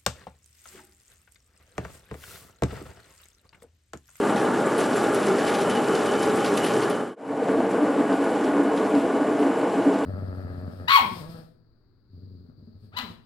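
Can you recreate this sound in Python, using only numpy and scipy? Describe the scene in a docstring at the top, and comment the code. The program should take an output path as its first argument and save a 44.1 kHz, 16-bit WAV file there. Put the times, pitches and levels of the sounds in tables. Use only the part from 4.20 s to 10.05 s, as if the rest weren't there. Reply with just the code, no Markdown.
"""Grape crusher in a winery

A motor-driven crusher-destemmer runs in a small hard-walled winery. Its paddles beat bunches round a steel drum:
random knocks ring the housing, and narrow bands of noise make steel parts drone over the motor's humming sines.
First we are above the vat, where wet berries pour and splat as showers of tiny clicks.
After a fade almost to silence we are above the stem bin: the housing booms and stalks drop with a light rustle."""
import sys
import numpy as np
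from scipy import signal
from scipy.fft import rfft, irfft, next_fast_len
from scipy.io import wavfile
from scipy.ndimage import uniform_filter1d, map_coordinates

SR = 44100
rng = np.random.default_rng(int(sys.argv[2]) if len(sys.argv) > 2 else 0)


def waveform_to_disk(signal):
    """Save audio, clipped to [-1, 1], as 16-bit WAV at the path in sys.argv[1]."""
    frames = np.transpose(np.atleast_2d(signal))
    scaled = np.clip(frames, -1, 1) * 32767
    samples = np.round(scaled).astype(np.int16)
    wavfile.write(sys.argv[1], SR, samples)


N = 257984
TIME = np.arange(N) / SR  # seconds
PADDED = 2 * next_fast_len(N // 2 + SR // 4)  # room for filters to ring out
FREQS = np.maximum(np.arange(PADDED // 2 + 1) * SR / PADDED, 1)  # Hz
VAT, BIN = 0, 1  # the two places; tables with two parts list the vat first

# All levels in the tables are relative: each sound's own settings can shift them.
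# Ringing notes of the steel housing. Each row: pitch in Hz, width in Hz, boost in dB at the vat, then at the bin.
HOUSING_MODES = [(172, 23, 2, 1), (193.8, 14, 5.5, 7), (252, 7.8, 0, 1.5), (287.3, 93, 6.5, 14.5),
                 (346, 9.7, 5, 12.5), (401, 21, 2.5, 9), (474.4, 51, 4, 7.5), (497.5, 57, -4, 9),
                 (553, 41, 0, 5.5), (616, 91, 3.5, 8.5), (679.5, 61, -3, 8.5), (808, 170, 6.5, 8),
                 (912, 110, 2.5, 1.5), (1098, 138, 7, 4.5), (1198, 89, 7, 1.5), (1354, 85, 4, -6),
                 (1454, 134, 7, 7.5), (1682, 46, 7.5, 1.5), (1960, 160, 1.5, 0.5), (2230, 130, 7, 5),
                 (2963, 120, -3, 12), (7120, 630, 13, 9)]
# Broad colour of the blows. Each row: frequency in Hz, level in dB at the vat, then at the bin.
BLOW_COLOUR = [(30, -69, -44), (60, -25, -29), (98, -14, -20), (157, -4, -8.5), (264, -0.7, -2.5),
               (493, 3, -10), (1000, -11.5, -7.5), (1750, -12.5, -13.5), (2390, -25.5, -23.5),
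               (3790, -29, -38), (6700, -46, -43), (9260, -34, -38), (11800, -51, -72)]
# Load on the paddles, one list per place. Each row: time in seconds, clatter level in dB.
LOAD = [
    [(0.0, -25.5), (2.7, -27)],
    [(3.3, -27), (5.85, -27.5)],
]
# Turning of the shaft, one row per place: turns per second, time of one throb's peak in seconds.
SHAFT = [(8.12, 0.102), (8.46, 3.213)]
# Beats of the clatter, one list per place. Each row: beats per turn of the shaft, depth in dB.
BEATS = [
    [(1, 0.35), (2, 0.4), (4, 0.3), (6, 0.35)],
    [(1, 0.6), (6, 0.5), (8, 0.45)],
]
# Heavy bunches thud on the housing. Each row: time in seconds, size in dB over the clatter's blows.
KNOCKS = [(0.303, 23), (0.614, 30), (1.09, 26), (1.28, 22), (1.504, 18), (1.75, 22), (2.034, 19),
          (2.095, 21), (2.177, 26), (3.286, 31.5), (3.404, 28.5), (3.445, 11), (3.546, 28), (3.82, 20),
          (4.368, 28), (4.66, 24), (4.753, 15), (5.089, 8), (5.412, 26)]
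# Drone of the drum wall, one row per place: width in Hz, level in dB, throb depth in dB.
DRUM = [(29.7, 1.5, 1.2), (39.2, 2.5, 2.0)]
# How that drone shifts as bunches tumble, one list per place.
# Each row: time in seconds, pitch in Hz, level in dB.
DRUM_SWELL = [
    [(0.0, 410, -25.5), (0.05, 404.4, -27), (0.12, 438, -51), (0.19, 399.7, -36), (0.48, 408.7, -33),
     (0.55, 435, -49), (0.58, 426, -27.5), (0.65, 402, -40), (0.69, 435, -55), (0.72, 420.8, -32.5),
     (0.81, 394, -27.5), (0.86, 424, -44), (0.91, 401.2, -25.5), (1.04, 399.7, -40), (1.12, 385.8, -24),
     (1.21, 437.2, -34), (1.41, 389.8, -31), (1.44, 424.8, -30), (1.67, 435.5, -32), (1.71, 392, -28.5),
     (1.77, 433.4, -32), (1.95, 399, -29), (1.99, 431.2, -31.5), (2.2, 439, -29), (2.25, 417, -37),
     (2.34, 396.6, -27.5), (2.39, 397.6, -50), (2.43, 404.6, -28), (2.46, 399, -42), (2.53, 424.3, -29),
     (2.78, 421.1, -31), (2.8, 423.1, -31)],
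    [(3.25, 449.4, -33), (3.36, 449.4, -25), (3.38, 445.7, -32.5), (3.94, 422.2, -34.5), (3.98, 415, -44),
     (4.06, 437.4, -35.5), (4.31, 415.7, -35), (4.54, 446.5, -31), (4.67, 414.7, -29), (4.81, 445.9, -36),
     (4.99, 421.6, -32), (5.03, 415.7, -45), (5.08, 442.4, -32), (5.24, 421.4, -27), (5.27, 414.4, -54),
     (5.33, 433.4, -33), (5.41, 455.6, -32.5), (5.73, 421.0, -35), (5.75, 415.7, -56), (5.85, 448, -36)],
]
# Uneven surges of the main panel at the bin. Each row: time in seconds, pitch in Hz, level in dB.
BOOM = [(2.97, 283, -46.5), (3.11, 280.7, -24.5), (3.23, 294.7, -34), (3.31, 277.7, -29),
        (3.39, 296.8, -22), (3.47, 297.3, -37), (3.53, 282.6, -25), (3.6, 281.6, -27), (3.63, 291.1, -19),
        (3.76, 284.3, -31), (3.81, 280.9, -23.5), (3.87, 287.9, -27), (3.92, 276.8, -24),
        (4.05, 283.9, -28.5), (4.08, 283.9, -23), (4.13, 295.6, -24), (4.2, 272.2, -34),
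        (4.25, 280.3, -20.5), (4.37, 286.3, -22.5), (4.42, 279.6, -22.5), (4.61, 277.8, -28),
        (4.71, 288.5, -31), (4.75, 281.2, -19), (4.86, 280.7, -26), (4.88, 272.6, -46), (4.94, 282.8, -20),
        (4.97, 281.0, -26.5), (5.02, 292.5, -20), (5.06, 295.2, -36), (5.09, 297.2, -26),
        (5.18, 283.2, -29), (5.29, 281.5, -21), (5.32, 280.8, -25.5), (5.45, 297.3, -27.5),
        (5.49, 289.8, -45), (5.58, 274.8, -19), (5.64, 285.3, -32), (5.67, 281.2, -18.5),
        (5.76, 277.5, -27), (5.85, 285.5, -22.5)]
BOOM_NOTE_DB = 0  # driven note against the rough ringing
# A side plate of the chute singing at the vat. Each row: time in seconds, pitch in Hz, level in dB.
PLATE = [(0.0, 801, -37), (0.06, 820.3, -33.5), (0.76, 813, -39), (0.88, 816, -30.5), (0.94, 815, -47),
         (1.06, 817.4, -36), (1.21, 810.6, -46), (1.25, 814.5, -34), (1.41, 812.4, -31.5), (1.52, 816, -41),
         (1.55, 831, -31), (1.65, 821.4, -36), (1.68, 832, -48), (1.7, 828.7, -31), (1.77, 810, -46),
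         (1.78, 812, -39), (2.05, 809, -32), (2.06, 800, -40), (2.24, 818, -31), (2.27, 811, -33),
         (2.61, 812, -35), (2.63, 816, -46), (2.68, 821, -38), (2.75, 824.3, -45)]
# Thin ring of rubbing steel at the vat. Each row: time in seconds, pitch in Hz, level in dB.
RUB = [(0.0, 2983, -49), (0.22, 2980, -50), (0.38, 2970, -53), (0.61, 3015, -48), (0.72, 2978, -52),
       (1.03, 2975, -46), (1.11, 2972, -53), (1.2, 2980, -45.5), (1.3, 3045, -44), (1.45, 2993, -49),
       (1.51, 2997, -42), (1.54, 2960, -45), (1.58, 2942, -37), (1.63, 2968, -51), (1.76, 3006, -40),
       (1.82, 2993, -50), (1.9, 2975, -39), (2.02, 3004, -43), (2.15, 2995, -50), (2.23, 3052, -41),
       (2.32, 3024, -51), (2.43, 2938, -39), (2.55, 3010, -47), (2.75, 2986, -47)]
# Flow of falling berries, then of falling stalks. Each row: time in seconds, level in dB.
POUR, STALKS = [
    [(0.0, -44.5), (0.46, -44.5), (0.6, -41.5), (1.24, -42.5), (1.57, -44.5), (1.67, -42), (2.49, -41.5),
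     (2.58, -41), (2.69, -47.5)],
    [(3.28, -54), (3.43, -54), (4.25, -50.5), (4.4, -54), (4.79, -51), (4.91, -53.5), (5.8, -52)],
]
# Colour of the wet berries. Each row: frequency in Hz, level in dB per Hz.
WET = [(1200, -2), (2500, 9.5), (4000, 0), (5500, 0.5), (6950, -1.5), (7300, 4.5), (7600, 3), (9000, -2),
       (10300, -1.5), (12000, -9.5)]
# Colour of the dry stalks. Each row: frequency in Hz, level in dB per Hz.
DRY = [(1200, -4), (2500, 10.5), (4000, 2), (5500, -1.5), (6950, -4.5), (7250, 3), (7600, 1.5), (9000, -5),
       (10300, -2), (12000, -11.5)]
# Edges, in Hz, of the pitch bands for falling pieces, from large pieces to small.
GRAIN_BANDS_HZ = [1000, 2500, 4200, 7000, 13000]
# Clumps that land. Each row: time in seconds, peak in dB, length in seconds, brightness of the slap in dB.
SPLATS = [(0.161, -34, 0.092, -3), (0.58, -43, 0.081, 20), (0.596, -36, 0.05, 5), (0.758, -33, 0.06, 6),
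          (0.943, -33.5, 0.051, 11), (1.021, -33, 0.074, -6), (1.06, -35, 0.071, 1), (1.18, -32, 0.076, -4),
          (1.261, -32, 0.17, -16), (1.338, -30, 0.052, -13), (1.386, -26.5, 0.035, -4),
          (1.41, -34, 0.053, 6), (1.496, -27, 0.043, -1), (1.55, -32, 0.055, 1), (1.748, -30, 0.037, -6),
          (1.856, -29.5, 0.042, -3), (2.021, -32, 0.044, 10), (2.242, -28, 0.079, -18),
          (2.371, -25.5, 0.023, 2), (2.438, -29, 0.046, 5), (2.461, -28.5, 0.044, 5),
          (2.615, -31, 0.058, -9), (2.697, -38, 0.075, 14), (4.039, -46, 0.06, 14), (4.561, -39, 0.085, -1)]
# Colour of the splats. Each row: frequency in Hz, level in dB per Hz.
SPLAT_COLOUR = [(700, 7), (2000, 18), (3500, 12.5), (6000, 7.5), (8500, -0.5), (10700, 6), (12000, -8)]
PAT_LOW_HZ, PAT_HIGH_HZ = 1395, 6620  # range of ticks from single pieces
# Berries burst and stalks snap against the steel. Each row: time in seconds, level in dB, centre in Hz,
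# decay in seconds.
CRACKS = [(0.16, -27, 3500, 0.0045), (0.182, -34, 4400, .004), (0.197, -30, 7000, .004),
          (0.407, -33, 3700, 0.0032), (0.587, -26, 10500, 0.0029), (0.604, -24.5, 6930, 0.0074),
          (0.639, -30, 5200, 0.0042), (0.661, -31, 7200, .004), (0.73, -28, 3700, 0.0048),
          (0.81, -30, 5100, 0.0038), (0.946, -24, 10000, .004), (0.974, -34, 4200, 0.0039),
          (1.068, -27, 6500, .004), (1.083, -29, 4500, 0.0061), (1.185, -29, 3400, 0.0031),
          (1.248, -26, 4300, .004), (1.281, -31, 3747, .004), (1.294, -30, 4000, 0.0044),
          (1.348, -22, 3360, 0.0044), (1.386, -28, 4500, .004), (1.416, -30, 9500, .004),
          (1.497, -32, 5500, .003), (1.513, -35, 5000, 0.0028), (1.644, -27, 3990, .003),
          (1.684, -27, 4400, 0.0031), (1.752, -24, 4970, 0.0043), (1.871, -34, 3800, 0.0046),
          (1.918, -25, 6010, .003), (1.937, -26, 3600, .004), (1.952, -28, 4260, .003),
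          (2.012, -27, 3784, .003), (2.03, -24, 5530, 0.0036), (2.159, -29, 9090, .003),
          (2.243, -29, 4020, 0.0038), (2.261, -22.5, 3537, 0.0047), (2.288, -34, 5200, .004),
          (2.339, -28, 7010, .003), (2.3735, -19.5, 10500, 0.0036), (2.374, -22, 2790, .005),
          (2.377, -21, 5177, .006), (2.449, -24, 9560, .004), (2.463, -29, 2900, 0.0045),
          (2.466, -32, 9000, 0.0038), (2.508, -28, 5110, .003), (2.536, -26, 5200, .004),
          (2.564, -27, 4400, 0.0044), (2.605, -27, 6130, 0.0029), (2.619, -27, 2900, .004),
          (2.634, -28, 4400, .004), (2.698, -32, 10410, .004), (2.711, -29, 4440, .004),
          (3.455, -32, 2500, .004), (3.513, -35, 7000, .004), (3.531, -31, 3200, .004),
          (3.927, -30, 3380, .004), (4.042, -43, 8000, .004), (4.191, -33, 2690, 0.0044),
          (4.247, -33, 4800, 0.0022), (4.261, -37, 2900, .004), (4.575, -28, 3407, .005),
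          (4.597, -38, 5800, .004), (4.663, -29, 2200, .004), (4.751, -27.5, 3600, 0.0041),
          (5.069, -34, 2620, 0.0042), (5.192, -35, 4025, .003), (5.228, -28, 2600, .005),
          (5.414, -34, 3400, .004), (5.498, -33, 3966, .003), (5.788, -36, 5960, 0.0041),
          (5.836, -31, 2900, .004)]
# Pips and stalks flick against the steel. Each row: time in seconds, peak in dB, pitch in Hz, ring in seconds.
FLICKS = [(0.463, -32, 7360, 0.025), (0.764, -30, 7360, 0.059), (0.948, -39, 7970, 0.012),
          (1.282, -28, 4290, 0.015), (1.418, -35, 4310, 0.02), (2.633, -29, 4390, 0.018)]
# Motor hum. Each row: pitch in Hz, level in dB at the vat, then at the bin.
HUM = [(59, -86, -80), (121.9, -51.5, -53.5), (206.9, -44, -41), (239.2, -37.5, -50.5)]
# Stereo width. Each row: frequency in Hz, side minus mid in dB at the vat, then at the bin.
WIDTH = [(60, -33, -27), (190, -34.5, -32), (290, -16, -28.5), (410, -28, -21), (490, -11.5, -23),
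         (600, -20, -27), (720, -15.5, -15), (1000, -14.5, -15), (1600, -35.5, -25), (3770, -33.5, -34),
         (5300, -20, -14), (6700, -7.5, -7), (9000, -3.5, -3), (12000, 2, -1)]
# Stereo lean. Each row: frequency in Hz, left minus right in dB.
LEAN = [(500, 0), (800, 1), (1100, 0.5), (5000, 0), (7000, 1.5), (9700, 4.5), (11000, 0.5), (12000, 0)]
ROOM_T60_S = 0.31  # time for the room's tail to drop 60 dB
FADE_OUT_S, CUT_S, FADE_IN_S = 2.71, 2.958, 3.29  # fade starts, place changes, fade ends
FADE_FLOOR_DB = -41  # where the fades bottom out
CUTOFF_HZ = 12100


def clatter(place, load, level_db, per_s, spread_db, wet_db):
    """Bunches knock on the drum, harder and softer in time with the shaft, and ring the steel housing."""
    turns_per_s, peak_s = SHAFT[place]
    beat_db = sum(db * throb(turns_per_s * beats, peak_s) for beats, db in BEATS[place])
    blows = contacts(per_s, spread_db)
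    for s, db in KNOCKS:
        blows[int(s * SR)] += from_db(db)
    ringing_db = sum(db[place] / (1 + (2 * (FREQS - hz) / width) ** 2) for hz, width, *db in HOUSING_MODES)
    shaking = walls(room(blows, wet_db) * from_db(beat_db), echo_db=-10)
    sound = colour(shaking, in_hz(BLOW_COLOUR, column=place) + ringing_db)
    return steady(sound, 501, 1700, span_s=0.24) * from_db(in_time(load) + level_db)


def drum(place, contrast, span_s):
    """The drum wall drones, louder once per turn of the shaft; tumbling bunches shift its pitch and level."""
    width_hz, level_db, throb_db = DRUM[place]
    throbbing_db = level_db + throb_db * throb(*SHAFT[place])
    return singing(DRUM_SWELL[place], throbbing_db, width_hz, contrast, span_s, flutter_db=1.5)


def boom(level_db, width_hz, contrast, flutter_db):
    """The main panel is driven near its resonance; the driven note and rough ringing surge and flutter."""
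    hz, shift_hz, swell_db = surges(BOOM, contrast)
    tone = np.sqrt(2) * from_db(BOOM_NOTE_DB) * np.sin(2 * np.pi * hz * TIME)
    note = tone * [[1], [0]]  # mid only
    ringing = drone(0, hz, width_hz, span_s=0.06)
    blend = steady(bend(ringing + note, shift_hz), hz / 2, hz * 2, span_s=0.07)
    return blend * from_db(swell_db + level_db + flutter_db * drift(30))


def side_plate():
    """A side plate of the chute resonates on and off, as a rough note with deep lulls."""
    return singing(PLATE, level_db=-2.2, width_hz=26, contrast=1.6, span_s=0.032, flutter_db=2.0)


def rubbing_steel():
    """Rubbing steel gives a thin, high ring: a wide resonance whose pitch and level waver."""
    return singing(RUB, level_db=-3.0, width_hz=160, contrast=1.0, span_s=0.025, flutter_db=2.5)


def falling(flow, spectrum, level_db, per_s, spread_db, clump_db, wet_db):
    """Countless small impacts: large pieces sound low, small ones high; each size comes in its own clumps."""
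    flow_db = in_time(flow)
    density = per_s * from_db(flow_db - flow_db.mean())  # impacts per second in each band
    grains = 0
    for low_hz, high_hz in zip(GRAIN_BANDS_HZ, GRAIN_BANDS_HZ[1:]):
        clumped = contacts(density, spread_db) * from_db(clump_db * drift(50))
        grains = grains + band(clumped, low_hz, high_hz)
    sound = colour(room(grains, wet_db), in_hz(spectrum))
    return steady(sound, 3900, 10600, span_s=0.2) * from_db(flow_db + level_db)


def splats(level_db, rise_s, slap_db, slap_s, wet_db):
    """A landing clump slaps sharply and bursts into a quickly fading spray of tiny impacts."""
    spray = contacts(12000, spread_db=3.5)
    sharp = band(spray, 7400, 12500)
    out = np.zeros(N)
    for s, db, length_s, bright_db in SPLATS:
        part, t = stretch(s, SR // 4)
        fading = from_db(-20 * t / max(length_s / 2, .003))  # down 40 dB after its length
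        burst = (1 - np.exp(-t / rise_s)) * fading
        slap = from_db(slap_db + bright_db) * np.exp(-t / slap_s)
        out[part] += from_db(db) * (burst * spray[part] + slap * sharp[part])
    return from_db(level_db) * colour(room(out, wet_db), in_hz(SPLAT_COLOUR))


def pats(flow, level_db, per_s, spread_db, cycles, wet_db):
    """Single berries or bits of stalk land, each with a short tick of a few cycles."""
    out = 0
    for hz in np.geomspace(PAT_LOW_HZ, PAT_HIGH_HZ, 12):
        b, a = signal.iirpeak(hz, max(cycles, 1), fs=SR)
        landings = room(contacts(per_s, spread_db), wet_db) + 1e-18
        out = out + signal.lfilter(b, a, landings) / np.sqrt(hz)
    return rms_one(out) * from_db(in_time(flow) + level_db)


def cracks(level_db, spread, wet_db):
    """Each crack is a noise burst of a few milliseconds round its own pitch, with a short tail from the room."""
    out = np.zeros(N)
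    for s, db, hz, decay_s in CRACKS:
        part, t = stretch(s, SR // 20)
        burst = rng.choice([-1, 1], len(t)) * np.exp(-t / max(decay_s, .001))
        ratio = max(spread, 1.1)
        low_hz, high_hz = hz / ratio, min(hz * ratio, .45 * SR)
        even_out = np.sqrt(SR / 2 / (high_hz - low_hz))  # narrow bands would come out weaker
        out[part] += from_db(db) * band(burst, low_hz, high_hz) * even_out
    return from_db(level_db) * band(room(out, wet_db), 1700, 13000)


def flicks(level_db, wet_db):
    """Each hard little piece rings briefly at a pitch of its own."""
    out = np.zeros(N)
    for s, db, hz, ring_s in FLICKS:
        part, t = stretch(s, SR // 8)
        loudness = from_db(db - 30 * t / max(ring_s, .002))  # down 30 dB after the ring time
        out[part] += loudness * np.sin(2 * np.pi * hz * t)
    return from_db(level_db) * band(room(out, wet_db), 2000, 13000)


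def motor(place, waver_db):
    """The motor and its drive hum at a few low pitches, wavering with the load."""
    hum = 0
    for hz, *db in HUM:
        loudness = from_db(db[place] + waver_db * drift(7.4))
        hum = hum + loudness * np.sin(2 * np.pi * hz * TIME + 0.6 * drift(3.3))
    return np.sqrt(2) * hum * [[1], [0]]  # mid only


def room(x, wet_db):
    """Mid and side: direct sound plus a noise tail, as impacts in different spots each get new echoes."""
    keep = from_db(-120 / (ROOM_T60_S * SR))  # acts on power, so 120 here is 60 dB of sound level
    lingering = np.sqrt(signal.lfilter([1 - keep], [1, -keep], x ** 2 + 1e-18))
    tail, side = lingering * rng.standard_normal((2, N))
    wet = from_db(wet_db)
    mid = (x + wet * tail) / np.sqrt(1 + wet ** 2)
    return np.array([mid, side])


def walls(x, echo_db):
    """Nearby walls send back a fixed cluster of early echoes, which combs the sound finely."""
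    t = TIME[:SR // 8]
    echoes = rng.standard_normal(len(t)) * np.exp(-t / .04) * (t > .015)  # none before 15 ms
    echoes *= from_db(echo_db) / np.linalg.norm(echoes)
    return x + signal.fftconvolve(x, echoes[None], axes=1)[:, :N]


def singing(curve, level_db, width_hz, contrast, span_s, flutter_db):
    """A steel part sings in uneven swells and short pulses, its pitch always moving."""
    hz, shift_hz, swell_db = surges(curve, contrast)
    loudness_db = swell_db + level_db + flutter_db * drift(35)
    return bend(drone(loudness_db, hz, width_hz, span_s), shift_hz)


def drone(swell_db, hz, width_hz, span_s):
    """A steel part shaken without pause gives one rough, wavering note that swells and sinks."""
    b, a = signal.iirpeak(hz, hz / width_hz, fs=SR)
    shaking = room(contacts(2000, spread_db=2.5), wet_db=-5.5)
    fed = signal.lfilter(b, a, shaking)
    note = signal.lfilter(b, a, fed)  # fed and radiated through the same resonance
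    return steady(note, hz / 2, hz * 2, span_s) * from_db(swell_db)


def surges(curve, contrast):
    """A ringing part's mean pitch, its shift from that pitch, and its level; contrast deepens the lulls."""
    s, hz, db = np.transpose(curve)
    loud_db = np.percentile(db, 75)
    swell_db = loud_db + contrast * (np.interp(TIME, s, db) - loud_db)
    return hz.mean(), np.interp(TIME, s, hz) - hz.mean(), swell_db


def bend(x, shift_hz):
    """Move a note's pitch up or down from moment to moment."""
    turning = np.exp(2j * np.pi * np.cumsum(shift_hz) / SR)
    return np.real(signal.hilbert(x, PADDED)[..., :N] * turning)


def contacts(per_s, spread_db):
    """Clicks at random moments, of random size and sign."""
    sizes = from_db(spread_db * np.minimum(rng.exponential(1, N), 4)) * rng.choice([-1, 1], N)
    return rms_one(sizes * (rng.random(N) < per_s / SR))


def throb(per_s, peak_s):
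    """A regular swing between -1 and 1."""
    return np.cos(2 * np.pi * per_s * (TIME - peak_s))


def drift(rate):
    """Smooth random wandering with spread 1, through the given number of random points per second."""
    knots = rng.standard_normal(int(N / SR * rate) + 4)
    return rms_one(map_coordinates(knots, [TIME * rate + 1], order=3, mode="nearest"))


def colour(x, db):
    """Filter with the given gain per frequency; it never acts ahead of a blow, and its peaks ring after it."""
    cepstrum = irfft(np.log(from_db(db)), PADDED)
    cepstrum[1:PADDED // 2] *= 2  # folding everything forward in time gives minimum phase
    cepstrum[PADDED // 2 + 1:] = 0
    return irfft(rfft(x, PADDED) * np.exp(rfft(cepstrum)), PADDED)[..., :N]


def steady(x, low_hz, high_hz, span_s):
    """Even out a mid-side pair so that one band of the mid keeps a running level of 1."""
    power = uniform_filter1d(band(x[0], low_hz, high_hz) ** 2, max(int(span_s * SR), 2))
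    return x / np.sqrt(np.maximum(power, 1e-12))


def band(x, low_hz, high_hz):
    """Keep only the pitches between two limits."""
    edges = [low_hz, min(high_hz, .45 * SR)]
    return signal.sosfilt(signal.butter(4, edges, "band", fs=SR, output="sos"), x)


def stretch(start_s, length):
    """The samples of one short event, and the seconds since it began."""
    part = slice(int(start_s * SR), min(int(start_s * SR) + length, N))
    return part, TIME[:part.stop - part.start]


def from_db(db):
    """Decibels to gain."""
    return 10 ** (np.asarray(db) / 20)


def rms_one(x):
    """Scale to an average power of 1."""
    return x / np.sqrt(np.mean(x ** 2) + 1e-20)


def in_time(rows):
    """A curve's value at every sample."""
    return np.interp(TIME, *np.transpose(rows))


def in_hz(rows, column=0):
    """A spectrum's value at every frequency."""
    hz, *values = np.transpose(rows)
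    return np.interp(np.log(FREQS), np.log(hz), values[column])


def scene():
    """The machine from two places, one fading out before the other fades in."""
    at_vat = clatter(VAT, LOAD[VAT], level_db=-0.67, per_s=1100, spread_db=0.0, wet_db=0.5)
    at_vat += drum(VAT, contrast=1.0, span_s=0.016)
    at_vat += side_plate() + rubbing_steel()
    at_vat += falling(POUR, WET, level_db=-3.0, per_s=2600, spread_db=1.0, clump_db=2.5, wet_db=0.0)
    at_vat += pats(POUR, level_db=-8.5, per_s=13, spread_db=-2.0, cycles=6, wet_db=-5)
    at_vat += motor(VAT, waver_db=3.0)

    at_bin = clatter(BIN, LOAD[BIN], level_db=-0.38, per_s=1100, spread_db=0.5, wet_db=2.5)
    at_bin += drum(BIN, contrast=0.65, span_s=0.063)
    at_bin += falling(STALKS, DRY, level_db=-0.5, per_s=3800, spread_db=3.5, clump_db=2.5, wet_db=7.0)
    at_bin += pats(STALKS, level_db=-5, per_s=8.6, spread_db=-2.5, cycles=5.9, wet_db=11)
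    at_bin += motor(BIN, waver_db=2.0)

    landings = splats(level_db=-4.5, rise_s=0.0033, slap_db=-3, slap_s=0.0088, wet_db=2.0)
    landings += cracks(level_db=-9.5, spread=1.4, wet_db=-9)
    landings += flicks(level_db=-4.0, wet_db=-4)

    floor = from_db(FADE_FLOOR_DB)
    fade_out = np.clip((CUT_S - TIME) / (CUT_S - FADE_OUT_S), floor, 1) * (TIME <= CUT_S)
    fade_in = np.clip((TIME - CUT_S) / (FADE_IN_S - CUT_S), floor, 1) * (TIME > CUT_S)
    # the square root lets the boom come up sooner than the rest
    booming = np.sqrt(fade_in) * boom(level_db=-1.0, width_hz=47, contrast=1.16, flutter_db=1.16)
    places = [fade_out * (at_vat + landings), fade_in * (at_bin + landings) + booming]

    stereo = 0
    for place, (mid, side) in enumerate(places):
        spread_out = colour(side, in_hz(WIDTH, column=place))
        stereo = stereo + mid + spread_out * [[1], [-1]]  # left gets plus, right gets minus
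    return stereo


def record(dry):
    """The two microphones differ in the treble; the top is cut."""
    lean_db = in_hz(LEAN) / 2 * [[1], [-1]]
    heard = irfft(rfft(dry, PADDED) * from_db(lean_db), PADDED)[:, :N]
    return signal.sosfilt(signal.ellip(10, .2, 90, CUTOFF_HZ, fs=SR, output="sos"), heard)


dry = scene()
out = record(dry)
waveform_to_disk(out)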